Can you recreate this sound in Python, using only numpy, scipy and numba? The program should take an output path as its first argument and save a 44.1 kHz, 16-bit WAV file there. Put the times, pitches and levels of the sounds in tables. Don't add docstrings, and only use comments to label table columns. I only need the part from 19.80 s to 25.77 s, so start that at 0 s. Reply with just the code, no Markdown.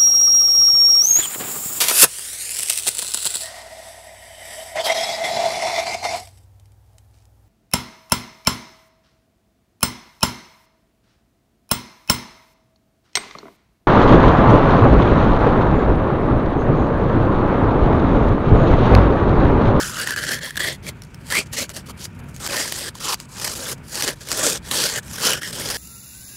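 import sys
import numpy as np
from scipy import signal
from scipy.fft import rfft, irfft
from scipy.io import wavfile
from numba import njit

SR = 44100
rng = np.random.default_rng(int(sys.argv[2]) if len(sys.argv) > 2 else 0)


def to_wav(sig):
    pcm = np.clip(np.atleast_2d(sig), -1, 1) * 32767
    pcm = np.round(pcm).astype(np.int16)
    wavfile.write(sys.argv[1], SR, pcm.T)


def volts(x):
    e = np.asarray(x, float) / 20
    return 10 ** e


N = 263277


def rms_one(x):
    return x / np.sqrt(np.mean(x ** 2) + 1e-20)


def in_time(rows):
    s, *columns = np.transpose(rows)
    return [np.interp(np.arange(N) / SR, s, c) for c in columns]


def coloured(x, spectrum):
    hz, db = np.transpose(spectrum)
    grid = np.maximum(np.arange(2049) * SR / 4096, 1)
    log_gain = np.log(volts(np.interp(np.log(grid), np.log(hz), db)))
    cepstrum = irfft(log_gain)
    cepstrum[1:2048] *= 2
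    cepstrum[2049:] = 0
    impulse_response = irfft(np.exp(rfft(cepstrum)))
    return rms_one(signal.fftconvolve(x, impulse_response)[:N])


def drift(rate_hz):
    r = np.exp(-40 * np.pi * rate_hz / SR)
    noise = rng.standard_normal(N // 20 + 4002)
    slow = signal.lfilter([1], [1, -2 * r, r * r], noise)[4000:]
    return np.interp(np.arange(N) / 20, np.arange(len(slow)), rms_one(slow))


@njit
def resonate(x, hz, width, sr):
    y = np.zeros(len(x))
    for i in range(2, len(x)):
        r = np.exp(-np.pi * width[i] / sr)
        drive = np.sqrt(1 - r * r) * (x[i] - x[i - 2])
        y[i] = drive + 2 * r * np.cos(2 * np.pi * hz[i] / sr) * y[i - 1] - r * r * y[i - 2]
    return y


def modes(x, table, wander_db):
    out, ones = 0, np.ones(N)
    for k, (hz, width_hz, db) in enumerate(table):
        drive = x * volts(db + wander_db * np.tanh(drift(rate_hz=8.1)))
        ringing = resonate(drive, hz * ones, max(width_hz, 5) * ones, SR)
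        out = out + (-1) ** k * ringing
    return rms_one(out)


# (frequency [Hz], spectral density [dB])
ROAD_SPECTRUM = [(15, -66), (25, -5), (130, 0.5), (180, -1.5), (236, -8), (439, -18.5), (840, -24.5),
                 (936, -18), (1020, -25.5), (1440, -20.5), (2050, -28), (2280, -22), (3620, -39),
                 (7110, -68), (16000, -50)]
# (frequency [Hz], width, raised to 5 if less [Hz], drive level [dB])
ENGINE_NOTES = [(65, 4.8, -12), (138, 4.1, -5), (241.7, 5.7, -10.5)]
TRAFFIC_DB = -40.5


def traffic():
    road = coloured(rng.standard_normal(N), ROAD_SPECTRUM)
    drone = volts(-8.0) * modes(rng.standard_normal(N), ENGINE_NOTES, wander_db=3.0)
    drone = signal.sosfilt(signal.butter(2, [45, 300], "band", fs=SR, output="sos"), drone)
    return volts(TRAFFIC_DB + 2.0 * drift(rate_hz=3.7)) * (road + drone)


# (bite time [s], turn time [s], lift time [s],
#                      level at bite [dB], level at turn [dB], level at lift [dB])
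HAND_PUSHES = [(0.0, 0.003, 0.14, -19, -25.5, -34.5), (.135, .216, .25, -33.5, -25.5, -30.5),
               (.262, 0.327, .35, -31, -28, -36), (0.366, 0.37, .4, -29, -27.5, -30),
               (0.407, 0.423, 0.47, -35, -28.5, -34.5), (0.467, .528, 0.59, -30, -26.5, -35),
               (0.614, 0.638, 0.7, -36, -31, -37), (0.798, 0.889, 0.953, -27.5, -27, -41.5),
               (1.03, 1.079, 1.093, -49.5, -34.5, -29), (1.43, 1.47, 1.57, -63, -44, -40),
               (1.507, 1.587, 1.629, -27, -20.5, -39), (1.732, 1.745, 1.754, -31, -33, -34),
               (1.769, 1.827, 1.856, -30.5, -25.5, -42.5), (1.942, 1.978, 2.014, -41, -34.5, -52),
               (2.17, 2.209, 2.256, -58, -39, -38.5), (2.601, 2.663, 2.67, -39, -29.5, -29.5),
               (2.688, 2.775, 2.928, -29.5, -24, -39), (2.92, 2.992, 3.09, -31, -32, -33.5),
               (3.204, 3.28, 3.338, -36, -26.5, -22.5), (3.49, 3.597, 3.684, -50.5, -35, -28),
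               (3.646, 3.66, 3.738, -24, -32, -33.5), (3.754, 3.92, 3.935, -35, -30.5, -36),
               (4.034, 4.146, 4.21, -58.5, -34.5, -26.5), (4.23, 4.248, 4.27, -25.5, -25, -34),
               (4.268, 4.289, 4.32, -28.5, -21, -36.5), (4.437, 4.49, 4.512, -46.5, -36, -30),
               (4.52, 4.534, 4.53, -25, -26.5, -24), (4.54, 4.652, 4.773, -30.5, -19.5, -32),
               (4.819, 4.854, 5.06, -58, -41.5, -25), (4.912, 5.005, 5.1, -27.5, -24, -26.5),
               (5.101, 5.13, 5.185, -30, -30, -26), (5.23, 5.41, 5.44, -48, -29, -22.5),
               (5.439, 5.519, 5.593, -21.5, -21.5, -39), (5.616, 5.68, 5.715, -37.5, -34, -40),
               (5.728, 5.813, 6.12, -34, -30.5, -31.5)]
# (time [s], held time [s], level [dB])
SMALL_SLIPS = [(.708, 0.046, -49.5), (0.774, 0.006, -30.5), (1.222, .03, -58), (1.346, .002, -52),
               (1.405, 0.039, -60.5), (1.66, 0.014, -52), (1.885, .004, -56), (1.9, 0.016, -43),
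               (2.064, 0.0083, -43), (2.088, 0.022, -40.5), (2.35, .003, -61), (2.39, .012, -54.5),
               (2.44, .002, -58), (2.488, 0.0087, -53.5), (2.545, .04, -50.5), (3.15, 0.036, -44),
               (3.375, 0.021, -51), (3.402, 0.013, -42), (3.42, .035, -50), (3.98, .003, -54),
               (4.322, 0.013, -37.5), (4.36, 0.073, -53), (4.41, 0.023, -40.5)]
BITE_DB_PER_S, LIFT_DB_PER_S = 1800, 1194
SLIP_DB_PER_S, SETTLE_DB_PER_S, REST_DB = 2000, 1500, -65


def pressure_db():
    t, level = np.arange(N) / SR, np.full(N, float(REST_DB))
    for bite, turn, lift, *dbs in HAND_PUSHES:
        edges = BITE_DB_PER_S * np.maximum(bite - t, 0) + LIFT_DB_PER_S * np.maximum(t - lift, 0)
        level = np.maximum(level, np.interp(t, [bite, turn, lift], dbs) - edges)
    for s, held, db in SMALL_SLIPS:
        edges = SLIP_DB_PER_S * np.maximum(s - t, 0) + SETTLE_DB_PER_S * np.maximum(t - s - held, 0)
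        level = np.maximum(level, db - edges)
    return level


GRAINS_PER_S = 5000


def slips(spread_db, judder_db, count):
    sizes = volts(spread_db * np.minimum(rng.exponential(1, N), 5))
    clicks = sizes * (rng.random(N) < GRAINS_PER_S / SR)
    judder = volts(judder_db * (drift(rate_hz=54) + 0.81 * drift(rate_hz=180)))
    hiss_power = volts(-4.5)
    rough = rms_one(np.sqrt(rms_one(clicks) ** 2 + hiss_power) * judder)
    return rough * rng.choice([-1, 1], (count, N))


def patchy(carriers, patch_db):
    edges = np.geomspace(1300, 12000, 11)
    out = 0
    for k, edge in enumerate(zip(edges, edges[1:])):
        band = signal.sosfilt(signal.butter(2, edge, "band", fs=SR, output="sos"), carriers[k % 2])
        out = out + band * volts(patch_db * np.tanh(drift(rate_hz=4.7)))
    return out


def pebbles(per_s, cycles):
    sizes = volts(4.0 * np.minimum(rng.exponential(1, N), 3)) * (rng.random(N) < per_s / SR)
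    pitches, dealt, ones = np.geomspace(1000, 10000, 16), rng.integers(0, 16, N), np.ones(N)
    out = 0
    for k, hz in enumerate(pitches):
        out = out + resonate(sizes * (dealt == k), hz * ones, hz / cycles * ones, SR)
    return rms_one(out)


# (frequency [Hz], width [Hz], drive level [dB])
STEEL_MODES = [(5400, 350, -4), (7200, 250, -4), (8300, 200, -8), (11000, 400, -11)]
# (frequency [Hz], spectral density [dB])
SAND_SPECTRUM = [(1300, -38), (2000, -20.5), (2500, -2), (3500, -1), (5500, 3), (7000, 3.5), (8500, 1),
                 (11000, -23)]


def sand_and_steel(sand_force, steel_force, free):
    steel = modes(steel_force, STEEL_MODES, wander_db=9.0)
    sand = coloured(patchy(sand_force, patch_db=4.5), SAND_SPECTRUM)
    return np.sqrt(1 - 0.92 * free ** 2) * sand + volts(-9.5) * free * steel


# (time [s], second mode frequency [Hz],
#   second mode level [dB], third mode frequency [Hz], third mode level [dB])
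UPPER_MODES = [(0, 3200, -13, 5270, -11), (.2, 2830, -8.5, 4640, -8), (.63, 3320, -6.5, 4350, -7),
               (.93, 3340, -4.5, 4430, -8.5), (1.55, 3180, -9.5, 4650, -9), (1.78, 2860, -5.5, 4370, -4.5),
               (2.2, 3130, -7.5, 4700, -8), (2.7, 3100, -13, 4760, -8.5), (3.05, 3240, -6.5, 5000, -4.5),
               (3.4, 2850, -12, 4540, -11.5), (3.8, 3000, -18, 5300, -11), (4.2, 2950, -11, 4500, -2.5),
               (4.5, 3370, -12.5, 4900, -16), (4.75, 3460, -6.5, 4700, -12.5), (5.08, 3270, -8, 4410, -3),
               (5.25, 3070, -15, 5260, -18), (5.52, 3040, -4, 5560, -6), (5.97, 3300, -8.5, 4900, -4)]


def upper_modes(second_force, third_force, width_hz):
    second_hz, second_db, third_hz, third_db = in_time(UPPER_MODES)
    second = rms_one(resonate(second_force, second_hz, .8 * width_hz, SR))
    third = rms_one(resonate(third_force, third_hz, 1.1 * width_hz, SR))
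    return volts(second_db) * second + volts(third_db) * third


BEDDED_RING_DB, FREE_RING_DB = -16.5, 2
GRIP_DB = 2.1


def lowest_mode(force, pitch_hz, width_hz, free):
    song = resonate(force, pitch_hz, width_hz, SR)
    song = rms_one(resonate(song, pitch_hz, 1.1 * width_hz, SR))
    return volts(between(BEDDED_RING_DB, FREE_RING_DB, free) + GRIP_DB * drift(rate_hz=6.3)) * song


# (frequency [Hz], spectral density [dB])
SLURRY_SPECTRUM = [(500, -37), (800, 1.5), (1100, -1.5), (1700, 0.5), (2300, -5.5), (3500, -30.5)]
SLURRY_DB = -7


def slurry(force, free):
    level = volts(SLURRY_DB + GRIP_DB * drift(rate_hz=3.0))
    return level * np.sqrt(1 - free) * coloured(force, SLURRY_SPECTRUM)


# (frequency [Hz], width [Hz], drive level [dB])
BOARD_MODES = [(213, 123, -8), (383, 99, -0.5), (443.6, 116, 0.5), (580, 165, -1.5)]


def form_board(force, board_db):
    board = volts(board_db) * modes(force, BOARD_MODES, wander_db=2.0)
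    return signal.sosfilt(signal.butter(2, 900, fs=SR, output="sos"), board)


# (frequency [Hz], spectral density [dB])
FINE_SAND_SPECTRUM = [(5000, -60), (7500, -31), (9000, 0.5), (11000, -1), (13000, -5), (14500, -11),
                      (16000, -9.5)]
BEDDED_SHEEN_DB, FREE_SHEEN_DB = -3.5, -9


def fine_sand(force, free):
    level_db = between(BEDDED_SHEEN_DB, FREE_SHEEN_DB, free) + GRIP_DB * drift(rate_hz=11.0)
    return volts(level_db) * coloured(force, FINE_SAND_SPECTRUM)


def between(bedded, singing, free):
    return bedded + (singing - bedded) * free


# (time [s], lowest blade mode frequency [Hz],
#   freedom to sing [0-1], board level before its low-pass and the push level [dB])
TOOL_SEAT = [(0, 1540, 0.85, -15.5), (.16, 1360, 0.7, -11.5), (.22, 1570, .75, -9), (.35, 1620, 0.92, -10),
             (.6, 1753, 0.89, -10), (.9, 1890, 0.85, -8), (1.05, 2140, 0.57, -4), (1.45, 1940, 0.17, -6),
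             (1.53, 1800, 0.83, -13.5), (1.6, 2490, 0.73, -7.5), (1.74, 1780, 0.36, -8.5),
             (1.85, 2400, 0.57, -1.5), (1.95, 1810, 0.4, -4.5), (2.1, 1180, 0.74, -4), (2.25, 1540, 0, -10),
             (2.65, 1240, 0.17, -6.5), (2.72, 1680, 0.4, -6.5), (2.79, 1800, .65, -8),
             (2.97, 1920, .05, -10), (3.05, 1790, 0.65, -4), (3.2, 1310, 0.33, -11), (3.34, 980, 0.59, -13),
             (3.68, 990, 0.37, -8), (3.8, 1580, 0.1, -6), (4.2, 1600, 0.26, -8), (4.29, 1830, 0.53, -4),
             (4.45, 1600, 0.23, -9.5), (4.7, 1490, 0.41, -3), (4.88, 1750, 0.23, -7),
             (5.0, 1494, 0.38, -7.5), (5.1, 1602, 0.26, -7.5), (5.17, 1800, 0.68, -8),
             (5.35, 1490, 0.25, -14), (5.46, 1540, 0.29, -7.5), (5.57, 1560, 0.84, -4.5),
             (5.65, 1780, 0.88, -13.5), (5.78, 1580, 0, -5.5), (5.97, 1730, 0.68, -6.5)]
BEDDED_WIDTH_HZ, FREE_WIDTH_HZ = 580, 320


def scraping():
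    pitch_hz, free, board_db = in_time(TOOL_SEAT)
    free = np.clip(free, .02, .98)
    width_hz = between(BEDDED_WIDTH_HZ, FREE_WIDTH_HZ, free)
    force = slips(spread_db=3.0, judder_db=1.5, count=9)
    grit = sand_and_steel(force[[1, 8]], force[0], free)
    grit += upper_modes(force[6], force[7], width_hz)
    grit += volts(-8.0) * pebbles(per_s=250, cycles=20)
    blade = lowest_mode(force[2], pitch_hz, width_hz, free) + slurry(force[3], free)
    board = form_board(force[4], board_db)
    sheen = fine_sand(force[5], free)
    return volts(pressure_db()) * (grit + blade + board + sheen)


# (time [s], level before the parts are weighted [dB], ring frequency [Hz])
STONE_CATCHES = [(0.0149, -18, 1400), (0.1986, -14, 1440), (0.2164, -19, 7200), (0.2731, -9.5, 1860),
                 (0.3074, -10.5, 1700), (0.362, -14, 1640), (0.707, -19.5, 1750), (0.757, -21, 1680),
                 (0.7692, -15.5, 3620), (0.7741, -10.5, 1680), (0.7951, -19, 1680), (0.8041, -14, 1740),
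                 (1.067, -22.5, 2360), (1.2203, -24.5, 5550), (1.236, -32, 5140), (1.2484, -37, 6740),
                 (1.345, -27.5, 5400), (1.4683, -27, 6900), (1.502, -16, 4960), (1.513, -24, 3560),
                 (1.5238, -10.5, 1840), (1.734, -29, 4940), (1.8933, -18.5, 7900), (1.902, -25, 7850),
                 (2.096, -27.5, 960), (2.254, -19, 4720), (2.3996, -45, 1770), (2.4884, -41, 1390),
                 (2.5635, -22, 6500), (2.6643, -12, 7800), (2.675, -11.5, 7200), (2.7766, -13, 1870),
                 (2.9231, -6.5, 9200), (3.1535, -26.5, 1020), (3.212, -25, 1300), (3.3323, -13, 950),
                 (3.343, -9, 4750), (3.401, -22, 5100), (3.5982, -17, 5040), (3.6474, -13, 4800),
                 (3.678, -13, 5700), (4.1545, -11.5, 4520), (4.2095, -23, 6380), (4.2233, -5, 5900),
                 (4.2777, -6.5, 4534), (4.4873, -16, 7600), (4.5165, -6, 6760), (4.9127, -7, 3980),
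                 (5.1841, -16, 1559), (5.313, -23, 8100), (5.5333, -7, 3000), (5.619, -25, 1380),
                 (5.6324, -18.5, 1940), (5.687, -17, 5200), (5.7285, -20, 4060), (5.888, -14, 4200)]
CRUNCH_S, RING_CYCLES = 0.0015, 1.3
RING_FADE_DB = 4.5


def catches():
    out, t = np.zeros(N + 1024), np.arange(1024) / SR
    noise = rng.standard_normal((len(STONE_CATCHES), len(t)))
    for (s, db, hz), burst in zip(STONE_CATCHES, noise):
        fall = np.exp(-t / (CRUNCH_S + RING_CYCLES / hz))
        tick = np.exp(-t / 0.00036)
        snap = burst * (volts(-5.5) * fall + volts(-6.0) * tick)
        ring_db = 4.0 - RING_FADE_DB * np.log2(max(hz, 2000) / 2000)
        onset = 1 - np.exp(-t / 0.00087)
        ring = volts(ring_db) * np.sin(2 * np.pi * hz * t) * fall * onset
        at = round(s * SR)
        out[at:at + len(t)] += volts(db) * (snap + ring)
    return signal.sosfilt(signal.butter(1, [900, 9500], "band", fs=SR, output="sos"), out[:N])


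def scene():
    return (traffic() + scraping() + catches())[None]


def roll_off(x):
    return signal.sosfilt(signal.butter(12, 16530, fs=SR, output="sos"), x)


def record(dry):
    x = signal.sosfilt(signal.cheby2(16, 50, 16100, fs=SR, output="sos"), dry)
    x = signal.sosfilt(signal.butter(3, 38, "high", fs=SR, output="sos"), x)
    return roll_off(x)


dry = scene()
out = record(dry)
to_wav(out)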